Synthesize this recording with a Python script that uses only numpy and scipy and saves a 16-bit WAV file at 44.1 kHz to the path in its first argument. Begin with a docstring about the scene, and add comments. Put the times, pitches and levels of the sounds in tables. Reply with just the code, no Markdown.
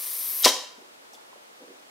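"""Letting go of a small balloon

Air leaks through the pinched neck of a rubber balloon with a high hiss. The fingers let go: the
rest of the air leaves in one sharp puff, the neck flaps, and the quiet room rings briefly.
Then the limp rubber crinkles and rubs softly in the hand."""
import sys
import numpy as np
from scipy import signal
from scipy.fft import rfft, irfft
from scipy.io import wavfile

SR = 44100
rng = np.random.default_rng(int(sys.argv[2]) if len(sys.argv) > 2 else 0)


def wav_record(signal):
    """Record a signal, one row per channel, as 16-bit PCM in the file named by sys.argv[1]."""
    frames = np.transpose(np.atleast_2d(signal))
    bounded = np.clip(frames, -1, 1)
    # unit amplitude maps onto the largest positive 16-bit level
    quanta = np.round(bounded * 32767).astype(np.int16)
    wavfile.write(sys.argv[1], SR, quanta)


N = 83790
T = np.arange(N) / SR
HZ = np.maximum(np.arange(N // 2 + 1) * SR / N, 1)

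# Envelope of the jet. Each row: time in seconds, level in dB.
JET_ENVELOPE = [(.412, -61), (.429, -36), (.4434, -19.5), (.4442, -14), (.456, -14.5), (.472, -20.5),
                (.493, -22), (.506, -31.5), (.54, -61)]
# Tone of the bright jet and the low gush. Each row: frequency in Hz, relative level in dB.
JET_EQ = [(300, -56), (900, -15.5), (1500, -15.5), (2650, -12), (3200, -5.5), (5900, -6.5), (7500, -9.5),
          (11000, -14), (16000, -21)]
GUSH_EQ = [(90, -46), (160, -10), (260, -7), (400, -4), (1000, -1), (1300, -10), (2000, -1), (3000, -16),
           (8000, -45)]
# Resonances and a notch of the open neck. Each row: centre in Hz, width in Hz, gain in dB.
NECK_PEAKS = [(2080, 77, 4), (3134, 80, 9), (3830, 130, 8.5), (4600, 130, 3), (5120, 250, -4.5),
              (5430, 110, 6.5), (5820, 106, 6)]
# Tiny shrieks. Each row: peak time in seconds, pitch in Hz, level in dB, half-width in seconds.
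NECK_SHRIEKS = [(0.4464, 5900, -16, 0.00041), (0.449, 3986, -11.5, 0.0011), (0.4495, 5660, -10, 0.00083),
                (0.4552, 5680, -8.5, .0005), (.4595, 5600, -12.5, 0.00055)]
# Stereo image of puff and rubber. Each row: frequency in Hz, left-right likeness.
BALLOON_IMAGE = [(200, 1), (1500, 1), (5000, 0.94), (9000, 0.78), (15000, 0.79)]

def puff():
    """The neck snaps open and shrieks, a ragged jet escapes, and the collapsing body gushes."""
    jet_tone = from_db(at_hz(JET_EQ) + peaks_db(NECK_PEAKS))
    jet = envelope(JET_ENVELOPE) * noise(jet_tone, BALLOON_IMAGE) * flutter(rate_hz=240, depth_db=1.46)
    shrieks = sum(from_db(db) * swell(s, half_width) * rough_tone(hz, wander_hz=480)
                  for s, hz, db, half_width in NECK_SHRIEKS)
    peak_s, rise_db_per_s, fall_db_per_s = .4615, 973, 407
    gush_db = -20 + np.minimum((T - peak_s) * rise_db_per_s, (peak_s - T) * fall_db_per_s)
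    gush = from_db(gush_db) * noise(from_db(at_hz(GUSH_EQ)), BALLOON_IMAGE)
    return jet + shrieks + gush


# Flaps of the neck. Each row: peak time in seconds, level in dB, half-width in seconds.
NECK_FLAPS = [(0.4607, -5.5, 0.00025), (0.4624, -12.5, 0.00016), (0.4687, -9.5, 0.00029),
              (0.4702, -12.5, 0.00023), (0.4802, -16, 0.00016)]
# Ring of the body. Each row: pitch in Hz, level against the flap in dB, decay in seconds.
BALLOON_MODES = [(360, -30, 0.0057), (594, -23, 0.0093), (996, -13, 0.016)]

def flaps():
    """Each flap of the slack neck pushes air, sucks a little back and sets the body ringing."""
    recoil_s, recoil_share = 0.00053, 0.64
    pulses = sum(from_db(db) * (swell(s, half_width) - recoil_share * swell(s + recoil_s, half_width))
                 for s, db, half_width in NECK_FLAPS)
    body = sum(from_db(db + mode_db) * ring(s - half_width, hz, decay_s)
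               for s, db, half_width in NECK_FLAPS for hz, mode_db, decay_s in BALLOON_MODES)
    return pulses + body


# Envelopes of the hiss and its airy whistle. Each row: time in seconds, level in dB.
HISS_ENVELOPE = [(0, -33), (.40, -32.5), (.429, -29.5), (.436, -45), (.445, -87)]
WHISTLE_ENVELOPE = [(0, -41.5), (.2, -35), (.32, -33.5), (.415, -33), (.430, -24), (.433, -51), (.44, -93)]
# Tone of the hiss. Each row: frequency in Hz, relative level in dB.
HISS_EQ = [(100, -38.5), (330, -40.5), (500, -20), (800, -24), (1100, -12), (1400, -21.5), (2200, -14.5),
           (2800, -16), (5800, -10), (7500, -17.5), (9200, -3.5), (12000, -5), (15500, -7)]
# Stereo image of the leak. Each row: frequency in Hz, left-right likeness (1 and up is near mono).
LEAK_IMAGE = [(500, 1.5), (3000, 1.5), (7000, 0.5), (15000, 0.85)]
# The leak sits to the left. Each row: frequency in Hz, left over right in dB.
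LEAK_PAN = [(700, 2.5), (4400, 1), (8100, 2.6), (15000, 4.7)]

def leak():
    """Turbulence hisses in the pinched neck; the slit's unsteady whistle grows as the grip eases."""
    hiss = envelope(HISS_ENVELOPE) * noise(from_db(at_hz(HISS_EQ)), LEAK_IMAGE)
    hiss *= flutter(rate_hz=100, depth_db=1.0)
    whistle = envelope(WHISTLE_ENVELOPE) * noise(resonance(hz=12350, width_hz=1000), LEAK_IMAGE)
    whistle *= flutter(rate_hz=54, depth_db=1.7)
    return pan(hiss + whistle, LEAK_PAN)


# Resonances of the rubbed skin. Each row: centre in Hz, width in Hz, relative level in dB.
SKIN_MODES = [(276, 123, 2), (478, 54, 4.5), (760, 170, -21)]
# Short drags on the fingers. Each row: peak time in seconds, level in dB.
FINGER_DRAGS = [(1.600, -65), (1.613, -52.5), (1.632, -48.5), (1.65, -54), (1.674, -53.5), (1.689, -52.5),
                (1.711, -49), (1.737, -58), (1.769, -67)]
# Soft bumps. 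Each row: peak time in seconds, level in dB, pitch in Hz, half-width in seconds.
RUBBER_BUMPS = [(0.784, -48.5, 400, 0.0048), (0.818, -53, 540, .007), (1.136, -50.5, 950, 0.0024),
                (1.152, -55, 450, 0.0036), (1.180, -53.5, 1000, 0.0024), (1.332, -47, 1000, 0.0016),
                (1.362, -49.5, 930, 0.0034)]
# A fold pops out with a falling crinkle.
# Each row: peak time in seconds, level in dB, centre in Hz, half-width in seconds, bandwidth in Hz.
FOLD_CRINKLES = [(1.135, -45, 7000, .0004, 2400), (1.141, -53.5, 5550, .0035, 500),
                 (1.146, -56, 7500, .014, 6000), (1.148, -56, 4600, .003, 500),
                 (1.151, -53.5, 3500, .005, 200)]

def limp_rubber():
    """The empty balloon bumps, crinkles and drags on the fingers."""
    skin_tone = sum(from_db(db) * resonance(hz, width) for hz, width, db in SKIN_MODES)
    strokes = sum(from_db(db) * swell(s, half_width_s=0.0087) for s, db in FINGER_DRAGS)
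    drags = strokes * noise(skin_tone, BALLOON_IMAGE)
    bumps = sum(from_db(db) * swell(s, half_width) * rough_tone(hz, wander_hz=220.5)
                for s, db, hz, half_width in RUBBER_BUMPS)
    crinkles = sum(from_db(db) * swell(s, half_width) * noise(resonance(hz, bandwidth), BALLOON_IMAGE)
                   for s, db, hz, half_width, bandwidth in FOLD_CRINKLES)
    return drags + bumps + crinkles


# Tone of the reverb. Each row: frequency in Hz, gain in dB.
REVERB_EQ = [(100, -12), (250, -11.5), (550, -13), (1000, -10.5), (2000, -10), (4000, -12.5), (7000, -8.5),
             (11000, -10), (16000, -15.5)]
# Length of the tail. Each row: frequency in Hz, seconds to fall by 60 dB.
REVERB_T60 = [(150, 0.31), (1000, 0.54), (3500, 0.54), (7000, 0.45), (12000, 0.31), (16000, 0.33)]
# Bright resonances in the tail. Each row: centre in Hz, width in Hz, boost in dB.
REVERB_PEAKS = [(3127, 100, 5), (3780, 150, 4.9)]
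# The tail widens toward the treble. Each row: frequency in Hz, left-right likeness.
REVERB_IMAGE = [(550, 1), (1650, 0.92), (5000, 0.32), (15000, .1)]
# Standing waves of the room; close pairs beat. Each row: pitch in Hz, gain in dB.
STANDING_WAVES = [(490, -5.5), (514, -3.5), (760, -6), (861, 2.5), (988, -7.5), (1024, -7), (1075, 6.5)]

def room_reverb(send):
    """Diffuse reflections die away, the mids lasting longest, while standing waves ring."""
    build_s = 0.018
    white, tail = rfft(noise(1, REVERB_IMAGE)), 0
    edges_hz = np.geomspace(60, 18000, 15)
    for low, high in zip(edges_hz, edges_hz[1:]):
        band = irfft(white * (HZ >= low) * (HZ < high), N)
        t60 = at_hz(REVERB_T60, np.sqrt(low * high))
        decay = from_db(-60 * T / t60) * (1 - np.exp(-T / build_s))
        tail = tail + band * decay / np.sqrt(np.sum(decay ** 2))
    tail = irfft(rfft(tail) * from_db(at_hz(REVERB_EQ) + peaks_db(REVERB_PEAKS)), N)
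    for hz, db in STANDING_WAVES:
        decay_s = at_hz(REVERB_T60, hz) / np.log(1000)
        tail = tail + from_db(db) * ring(0, hz, decay_s) * 2 / (decay_s * SR)
    return signal.fftconvolve(tail[:, :N // 2], send.mean(axis=0)[None], axes=1)[:, :N]


# Tone of the background. Each row: frequency in Hz, relative level in dB.
BED_EQ = [(60, -26), (110, -25), (170, -16), (250, -10), (450, -5.5), (750, -7.5), (1800, -14),
          (3700, -15.5), (9000, -20.5), (15000, -27.5)]
# Its stereo image, out of phase in the mids. Each row: frequency in Hz, left-right likeness.
BED_IMAGE = [(130, 0.3), (290, 0.073), (640, -0.51), (1400, -0.72), (3100, -0.54), (15000, 0.14)]

def background():
    """A faint, wide bed of steady noise."""
    return from_db(-56) * noise(from_db(at_hz(BED_EQ)), BED_IMAGE)


def from_db(db):
    """Decibels to gain."""
    return 10 ** (np.asarray(db) / 20)


def at_hz(points, hz=HZ):
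    """Read a table on a log-frequency axis."""
    frequencies, values = np.transpose(points)
    return np.interp(np.log(hz), np.log(frequencies), values)


def envelope(points):
    """Gain over time, gated from 30 ms before the first point to the last."""
    s, db = np.transpose(points)
    return from_db(np.interp(T, s, db)) * (T >= s[0] - .03) * (T <= s[-1])


def swell(peak_s, half_width_s):
    """A bell-shaped envelope; its half-width is one standard deviation."""
    return np.exp(-.5 * ((T - peak_s) / half_width_s) ** 2)


def resonance(hz, width_hz):
    """Gain of a steep-sided resonance at every frequency."""
    return 1 / (1 + ((HZ ** 2 - hz ** 2) / (HZ * width_hz * np.sqrt(2))) ** 2)


def peaks_db(table):
    """An EQ curve in dB made of peaks and notches."""
    return sum(db * resonance(hz, width) for hz, width, db in table)


def noise(tone, image):
    """Stereo noise with a given tone and left-right likeness; its mid channel has unit rms."""
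    likeness = np.clip(at_hz(image), -.8, .999)
    mid, side = rfft(rng.standard_normal((2, N))) * tone
    mid, side = irfft(mid, N), irfft(side * np.sqrt((1 - likeness) / (1 + likeness)), N)
    return np.array([mid + side, mid - side]) / np.std(mid)


def pan(x, table):
    """Tip the balance to the left by so many dB at each frequency."""
    return irfft(rfft(x) * from_db(at_hz(table) * np.array([[.5], [-.5]])), N)


def drift(rate_hz):
    """Smooth random modulation of unit rms."""
    wander = irfft(rfft(rng.standard_normal(N)) / (1 + (HZ / rate_hz) ** 2), N)
    return wander / np.sqrt(np.mean(wander ** 2) + 1e-20)


def flutter(rate_hz, depth_db):
    """A randomly wavering gain."""
    return from_db(depth_db * drift(rate_hz))


def rough_tone(hz, wander_hz):
    """A tone of unit rms whose pitch wanders quickly, as slack rubber does."""
    return np.sqrt(2) * np.sin(2 * np.pi * np.cumsum(hz + wander_hz * drift(wander_hz)) / SR)


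def ring(start_s, hz, decay_s):
    """A struck, damped vibration."""
    age = np.maximum(T - start_s, 0)
    return np.sin(2 * np.pi * hz * age) * np.exp(-age / decay_s)


# Placement of puff, flaps and rubber. Each row: frequency in Hz, left over right in dB.
BALLOON_PAN = [(550, -1), (1650, 0.4), (5000, 3), (15000, 3)]

def scene():
    """The leak, the puff and the limp rubber in the room, over a faint background."""
    # A source this small radiates little bass.
    bass_cut = signal.butter(4, 255, "high", fs=SR, output="sos")
    burst = signal.sosfilt(bass_cut, puff() + flaps())
    handling = signal.sosfilt(bass_cut, limp_rubber())
    hiss = leak()
    bed = background()
    reverb = room_reverb(hiss + burst + from_db(0.5) * handling)
    return hiss + pan(burst + handling, BALLOON_PAN) + reverb + bed


def record(dry):
    """Clip the highest peaks, then cut the top above 15.8 kHz."""
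    top_cut = signal.firwin(301, 15800, fs=SR)
    return signal.fftconvolve(np.clip(dry, -.92, .92), top_cut[None], "same", axes=1)


dry = scene()
out = record(dry)
wav_record(out)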